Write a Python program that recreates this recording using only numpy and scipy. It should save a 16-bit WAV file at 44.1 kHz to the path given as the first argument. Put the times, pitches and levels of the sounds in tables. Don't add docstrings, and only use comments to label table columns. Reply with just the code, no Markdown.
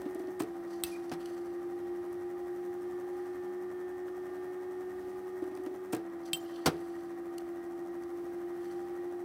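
import sys
import numpy as np
from scipy import signal
from scipy.fft import rfft, irfft
from scipy.io import wavfile
from scipy.ndimage import uniform_filter1d

SR = 44100
rng = np.random.default_rng(int(sys.argv[2]) if len(sys.argv) > 2 else 0)


def decibels_to_gain(level_db):
    exponent = np.asarray(level_db, float) / 20
    return 10 ** exponent


def to_wav(s):
    ch = np.atleast_2d(s).T
    pcm = np.round(np.clip(ch, -1, 1) * 32767)
    wavfile.write(sys.argv[1], SR, pcm.astype(np.int16))


N = 407484
T = np.arange(N) / SR


def colour(x, table):
    hz = np.maximum(np.arange(len(x) // 2 + 1) * SR / len(x), 1)
    table_hz, table_db = np.transpose(table)
    db = np.interp(np.log(hz), np.log(table_hz), table_db)
    third_octave_hz = .23 * hz
    return irfft(rfft(x) * decibels_to_gain(db) * np.sqrt(SR / 2 / third_octave_hz), len(x))


def band(x, hz, width):
    hz, width = min(hz, .45 * SR), min(width, .3 * SR)
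    return signal.lfilter(*signal.iirpeak(hz, hz / width, SR), x) * np.sqrt(SR / np.pi / width)


def walk(rate, size=N):
    k = int(SR / rate)
    steps = np.repeat(rng.standard_normal(size // k + 1), k)
    return 1.5 * uniform_filter1d(uniform_filter1d(steps, k), k)[:size]


def fade(t, t60):
    return np.exp(-np.log(1000) * t / max(t60, .002))


def ring(t, modes, ratio=1):
    return sum(decibels_to_gain(db) * fade(t, t60) * np.sin(2 * np.pi * hz * ratio * t) for hz, db, t60 in modes)


def add(out, s, x):
    i = int(s * SR)
    out[i:i + len(x)] += x[:N - i]


def swell(out, start, length, db, hz, width, rise):
    size, room = int(length * SR), SR // 2
    grit = rng.standard_normal(room) * decibels_to_gain(2.5 * walk(148, size=room) + walk(18, size=room))
    shape = np.interp(T[:size] / length, [0, np.clip(rise, .02, .98), 1], [0, 1, 0])
    add(out, start, decibels_to_gain(db) * shape * band(grit, hz, width)[:size])


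def blows(out, table, modes, rise_s, t60, crack_db, fizz_db):
    t = T[:SR // 2]
    for s, thump_db, body_db, click_db in table:
        noise = rng.standard_normal((4, len(t)))
        thump = ring(t, modes, 1 + .05 * noise[0, 0])
        thump = thump + 0.17 * fade(t, 3.66 * t60) * band(noise[0], 390, 108)
        body = decibels_to_gain(body_db) * fade(t, t60) * band(noise[1], 1050, 660)
        treble_fade = fade(t, 0.44 * t60)
        crack = decibels_to_gain(click_db + crack_db) * treble_fade * band(noise[2], 4700, 3300)
        fizz = band(noise[3], 7700, 3700) + .4 * band(band(noise[1], 13800, 3500), 13800, 7000)
        fizz = decibels_to_gain(click_db + fizz_db) * treble_fade * fizz
        scatter = np.minimum(t / 0.0026, 1) * (body + crack + fizz)
        add(out, s, scatter + decibels_to_gain(thump_db) * np.minimum(t / rise_s, 1) ** 2 * thump)


# (time [s], hum = four turns a second [Hz])
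SPEED = [(0, 364.3), (.4, 364.4), (.43, 343.2), (.95, 345.2), (2.15, 352.9), (3.35, 358.4), (4.55, 362.9),
         (5.93, 367.3), (5.96, 340), (6.95, 342.9), (7.75, 344.8), (9.24, 352)]
# (time [s], lead of the fast wheel at the middle speed [Hz], beat start [turns])
RESETS = [
    (0, 10.9, -.1),
    (.415, 11.76, .114),
    (5.945, 12.46, .441),
]


def wheels():
    middle_hz, lead_loss = 352, .086
    hum_hz = np.interp(T, *np.transpose(SPEED))
    s, lead_hz, start = np.transpose(RESETS)
    since = np.searchsorted(s, T, side="right") - 1
    lead_hz = lead_hz[since] - lead_loss * (hum_hz - middle_hz)
    turns = np.cumsum(lead_hz) / SR
    beat_turns = turns - np.interp(s, T, turns)[since] + start[since]
    slow_turns = np.cumsum(hum_hz / 4) / SR
    return hum_hz, lead_hz, 2 * np.pi * slow_turns, 2 * np.pi * beat_turns


# (hum [Hz], depth [0-1], lead over rattle [turns])
THROB_LAW = [(344.5, 0.15, .72), (340.6, 0.16, 0.6), (358, 0.16, .52), (359.5, 0.02, 0.61),
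             (365, 0.19, 0.22)]
ORDERS_SLOW_FAST = [(0, 1), (0, 2), (1, 1), (0, 3), (1, 2), (2, 1), (3, 0), (4, 1), (6, 0), (5, 1), (4, 2),
                    (7, 0), (6, 1), (8, 0), (9, 0), (7, 2), (12, 0), (13, 0), (12, 1), (16, 0), (20, 0),
                    (22, 0), (24, 0), (28, 0), (32, 0), (36, 0), (40, 0)]
ORDERS_DB = [-74, -64, -73, -64, -65, -65, -68, -71, -72, -72, -72, -73, -72, -63, -62, -76, -73, -79, -78,
             -77, -80, -83, -82, -85, -88, -90, -92]
# (frequency [Hz], half width [Hz], lift [dB])
BRACKETS = [(790, 25, 4), (1190, 30, 9), (1805, 30, 17), (3245, 60, 6)]
# (frequency [Hz], width [Hz], level [dB])
FRAME = [(204.3, 34, -76), (285, 85, -69), (382, 21, -62.5), (758, 33, -61.5), (1211, 45, -64),
         (1614, 6.7, -72.5), (1884, 37, -65.5), (3330, 76, -96), (5520, 290, -86)]
# (frequency [Hz], third-octave level [dB])
RATTLE = [(300, -97), (550, -68.5), (900, -66), (1400, -67), (2100, -71.5), (2600, -83.5), (4000, -86),
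          (8000, -100)]
# (frequency [Hz], third-octave level [dB])
HISS = [(1500, -89.5), (3000, -94), (4500, -94), (5700, -79.5), (6900, -76), (8200, -79.5), (10500, -82),
        (13000, -79), (15600, -78.5), (16100, -110)]
# (frequency [Hz], third-octave level [dB])
RUMBLE = [(25, -108), (40, -88), (60, -75.5), (100, -75.5), (160, -71.5), (220, -83), (300, -63),
          (450, -68), (700, -80), (1200, -81.5)]


def machine():
    hum_hz, lead_hz, slow, beat = wheels()
    slow_hz = hum_hz / 4

    housing_hz, housing_width_hz, housing_db = 354.3, 14.3, -38.5
    at_hz, depth, ahead = np.transpose(THROB_LAW)
    ahead_angle = 2 * np.pi * np.interp(hum_hz, at_hz, ahead)
    throb = 1 + np.interp(hum_hz, at_hz, depth) * np.cos(beat + ahead_angle)
    detuning = (hum_hz - housing_hz) / housing_width_hz
    level = decibels_to_gain(housing_db + .5 * walk(25)) / np.sqrt(1 + detuning ** 2)
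    tones = np.sqrt(2) * level * throb * np.sin(4 * slow)

    every = 100
    for (a, b), db in zip(ORDERS_SLOW_FAST, ORDERS_DB):
        order_hz = ((a + b) * slow_hz + b * lead_hz)[::every]
        lift_db = sum(top_db / (1 + ((order_hz - hz) / width) ** 2) for hz, width, top_db in BRACKETS)
        lift_db = np.repeat(lift_db + 1.9 * walk(700, size=len(order_hz)), every)[:N]
        wander = np.repeat(.45 * walk(1500, size=len(order_hz)), every)[:N]
        angle = (a + b) * slow + b * beat + 2 * np.pi * rng.uniform() + wander
        tones = tones + np.sqrt(2) * decibels_to_gain(db + lift_db) * np.sin(angle)

    knock = np.cos(beat) + .4 * np.cos(slow) + .3 * np.cos(slow + beat)
    frame = sum(decibels_to_gain(db + 0.81 * walk(9)) * band(rng.standard_normal(N), hz, width) for hz, width, db in FRAME)
    rattle = colour(rng.standard_normal(N) * decibels_to_gain(2.3 * knock + .4 * walk(6)), RATTLE)
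    beat_db = 3.2 * np.cos(beat) + 1.2 * np.cos(2 * beat) + 2.1 * np.cos(slow) + 2.1 * np.cos(slow + beat)
    hiss_db = beat_db + .4 * (slow_hz - 88) + .6 * walk(3)
    hiss = colour(rng.standard_normal(N) * decibels_to_gain(hiss_db), HISS)
    rumble = colour(rng.standard_normal(N) * decibels_to_gain(1.35 * walk(6)), RUMBLE)
    return tones + decibels_to_gain(2.2 * knock - 1) * frame + rattle + hiss + rumble


# (time [s], peak level [dB], centre [Hz])
TICKS = [(0.019, -47, 2000), (.054, -31, 900), (.398, -34, 14500), (5.661, -37, 1700), (.1474, -33, 8600),
         (0.193, -37, 9000), (.2718, -39, 4800), (1.0959, -32, 4610), (1.258, -26.5, 2200),
         (1.2575, -29.5, 4500), (1.259, -33, 8500), (2.128, -37, 11100), (4.082, -33, 1490),
         (5.44, -41, 1600), (5.5513, -36.5, 6500), (5.6366, -38, 7920), (5.66, -44, 8550),
         (6.0985, -43, 4200), (6.767, -38.5, 5100), (7.3816, -23.5, 8150), (7.382, -27, 3300),
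         (7.404, -37, 3300), (7.6644, -46, 5480), (7.7777, -44, 6080), (8.036, -37, 5800),
         (8.3873, -44, 4730)]
# (start [s], length [s], level [dB], centre [Hz])
SWISH = [
    (0.656, 0.18, -62, 5200),
    (.84, 0.17, -62, 4500),
    (6.225, 0.081, -63, 5000),
    (6.384, 0.35, -61.5, 3600),
]
# (start [s], length [s], level [dB], centre [Hz])
FEET = [(1.188, 0.16, -61.5, 3500), (1.244, 0.37, -63.5, 4800), (3.102, 0.45, -71, 4000),
        (6.751, 0.46, -65.5, 4680), (8.577, .4, -66.5, 5050)]
# (start [s], length [s], level [dB], centre [Hz])
TWIG = (8.55, .28, -77, 3100)


def ground():
    t, near = T[:SR // 10], np.zeros(N)
    for s, db, hz in TICKS:
        t60 = max(37 / hz, 0.016)
        noise = band(band(rng.standard_normal(len(t)), hz, .75 * hz), hz, 1.5 * hz)
        add(near, s, decibels_to_gain(db - 15.5) * np.sqrt(hz / SR * 5) * fade(t, t60) * noise)
    for start, length, db, hz in SWISH:
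        swell(near, start, length, db, hz, 0.49 * hz, rise=.5)
    for start, length, db, hz in FEET:
        swell(near, start, length, db, hz, 0.75 * hz, rise=.15)
        swell(near, start, length, db - 10.5, 8500, 1300, rise=.15)
        swell(near, start, 0.36 * length, db - 11, 11500, 6000, rise=.15)
    swell(near, *TWIG, 110, .55)
    echo_delay_s = .00066
    return near + .45 * np.roll(near, int(echo_delay_s * SR))


# (time [s], thump [dB], click [dB])
CHUTE = [(.016, -39, -44.5), (0.055, -26.5, -58), (.089, -50, -62), (.151, -27, -53), (0.196, -29, -51),
         (.234, -32, -66), (.277, -30, -63), (4.084, -38, -63), (4.292, -35, -75), (5.42, -25.5, -58),
         (5.44, -51, -52), (5.472, -34, -66), (5.514, -33.5, -58), (5.571, -39, -48), (5.595, -34, -68),
         (5.662, -27, -45), (5.707, -36, -70), (5.738, -32, -68)]
# (frequency [Hz], level [dB], t60 [s])
CHUTE_MODES = [(312, 2.5, 0.048), (327.5, -4.5, 0.14), (630, -12.5, 0.078)]


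def chute(out):
    bounces = [(s, thump_db, -16.5 + .6 * click_db, click_db) for s, thump_db, click_db in CHUTE]
    blows(out, bounces, CHUTE_MODES, rise_s=0.0074, t60=0.027, crack_db=-25, fizz_db=2.5)


# (time of the fling [s], level [dB], delay until the ball leaves the mouth [s])
THROW = [
    (.4035, 0, .029),
    (5.932, 2, .032),
]
# (time from the fling [s], thump [dB], body [dB], click [dB])
GRIP = [
    (-.009, -51, -55, -47),
    (-.0045, -43, -36, -39),
    (0, -24, -40.5, -37),
    (.015, -48, -43, -38),
]
# (frequency [Hz], level [dB], t60 [s])
THROW_MODES = [(118, -14, 0.098), (297, -7.5, 0.05), (325, 1, 0.088), (429, -12.5, 0.17), (721, -8, 0.073)]


def throw(out):
    leave_db = (-33, -54, -46.5)
    squeak_hz, squeak_width_hz, squeak_db, squeak_s = 7998, 1500, -43.5, .023
    for s, db, leave_s in THROW:
        steps = np.array([*GRIP, (leave_s, *leave_db)]) + [s, db, db, db]
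        blows(out, steps, THROW_MODES, rise_s=.0034, t60=0.06, crack_db=-15, fizz_db=-.1)
        swell(out, s - squeak_s / 2, squeak_s, squeak_db + db, squeak_hz, squeak_width_hz, .55)


# (time [s], thump [dB], body [dB], click [dB])
SCREEN = [
    (1.115, -34.5, -39, -46),
    (1.123, -41, -58, -48),
    (1.135, -47, -52, -47),
    (6.6582, -24.5, -28.5, -23.5),
    (6.661, -25, -24.5, -22.5),
    (6.667, -29, -50, -45),
    (6.672, -26.5, -37, -32),
    (6.68, -30, -41, -46),
]
# (frequency [Hz], level [dB], t60 [s])
SCREEN_MODES = [(78.4, -17.5, 0.27), (90, -14.5, 0.15), (164, -8, 0.24), (266, -0.5, 0.078),
                (305, 3.5, 0.08), (471, -2, 0.095), (732, -2, 0.085), (1080, -11, 0.049)]


def screen(out):
    blows(out, SCREEN, SCREEN_MODES, rise_s=0.0018, t60=0.11, crack_db=2.3, fizz_db=-17)


def flash(out, s, length, hz, db):
    t = T[:int(length * SR)]
    waver = decibels_to_gain(3.5 * walk(150, size=SR // 4))[:len(t)]
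    drift = .9 * walk(150, size=SR // 4)[:len(t)]
    tone = np.sin(2 * np.pi * hz * t * (1 - .03 * t) + drift)
    add(out, s, decibels_to_gain(db) * np.sin(np.pi * t / length) * waver * tone)


# (time [s], crack [dB], ring [dB], whistle [Hz], delay until the bat swings away [s])
BAT = [
    (0.8369, -19, -37, 7950, 0.078),
    (6.332, -22.5, -27.5, 5300, .088),
]
# (frequency [Hz], level [dB], t60 [s])
BAT_MODES = [
    [(81, -10, 0.2), (190, -0.5, 0.052), (2640, -3, 0.13), (3560, -1, 0.02), (4800, 0, .02),
     (8200, 17, 0.016), (8100, -5, 0.12), (14700, 0, .025)],
    [(168, -11, 0.074), (2730, -4, 0.079), (3150, 3, 0.087), (3630, 2, 0.021), (4300, 0, 0.018),
     (5220, -12, .025), (7780, -3, 0.094), (8150, -4, 0.059), (8950, -7, .04), (10870, 0, 0.027),
     (14320, -10, .03)],
]
# (frequency [Hz], level in line [dB], level once swung away [dB])
FLASH = [
    [(2650, -62, -52), (6150, -62, -66), (7900, -66, -72), (11100, -58, -61)],
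    [(3125, -57, -64), (7780, -66, -60), (8950, -62, -80), (14320, -55, -62)],
]
AFTER_RATIO = [
    .93,
    1,
]
# (frequency [Hz], third-octave level [dB])
CRACK = [(100, -64), (600, -21), (1500, -14), (3000, -6), (4500, -2), (6500, -13), (8200, -7), (11000, -4),
         (15000, 2), (16900, -27), (17300, -60)]


def bat(out):
    whistle_s, whistle_db = 0.02, -58
    in_line_s, flash_s, away_ratio = .022, .042, .917
    after_s, after_db = .2, -68
    t = T[:SR // 2]
    for (s, crack_db, ring_db, whistle_hz, away_s), modes, lobes, after in zip(BAT, BAT_MODES, FLASH, AFTER_RATIO):
        swell(out, s - whistle_s, whistle_s, whistle_db, whistle_hz, 850, .9)
        turn = decibels_to_gain(2.5 * walk(150, size=len(t))) / (1 + (t / .06) ** 8)
        patchy = decibels_to_gain(2.2 * walk(150, size=len(t)))
        tail = fade(t, 0.0062) + patchy * (0.15 * fade(t, 0.023) + 0.093 * fade(t, 0.16))
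        pines = .5 * patchy * fade(t, 1.0) * band(rng.standard_normal(len(t)), 5000, 5000)
        add(out, s, decibels_to_gain(crack_db - 29) * pines)
        burst = np.roll(rng.standard_normal(len(t)) * tail, SR // 100)
        add(out, s - .01, decibels_to_gain(crack_db - 8.5) * colour(burst, CRACK))
        add(out, s, decibels_to_gain(ring_db) * np.minimum(t / 0.0003, 1) * turn * ring(t, modes))
        for k, (hz, line_db, away_db) in enumerate(lobes):
            longer = 1.5 if k == 0 else 1
            flash(out, s + in_line_s / longer, longer * flash_s, hz, line_db)
            away = s + away_s - 0.0032 * k + 0.011 * rng.standard_normal()
            flash(out, away, longer * flash_s, away_ratio * hz, away_db)
        flash(out, s + away_s, after_s, after * lobes[0][0], after_db)


def scene():
    out = machine() + ground()
    chute(out)
    throw(out)
    screen(out)
    bat(out)
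    return out[None]


def band_limit(x):
    return signal.sosfilt(signal.butter(12, 16990, fs=SR, output="sos"), x)


def record(dry):
    limit, top_hz, top_opens_db = .3, 15900, -54
    x = signal.sosfilt(signal.butter(3, 45, "high", fs=SR, output="sos"), dry)
    x = x - .55 * signal.lfilter(*signal.iirpeak(6900, 4.5, SR), x)
    x = limit * np.tanh(x / limit)
    low = signal.sosfiltfilt(signal.ellip(8, .2, 40, top_hz, fs=SR, output="sos"), x)
    opens = uniform_filter1d(np.abs(x - low), size=512) > decibels_to_gain(top_opens_db)
    mix = low + uniform_filter1d(1. * opens, size=128) * (x - low)
    return band_limit(mix)


dry = scene()
out = record(dry)
to_wav(out)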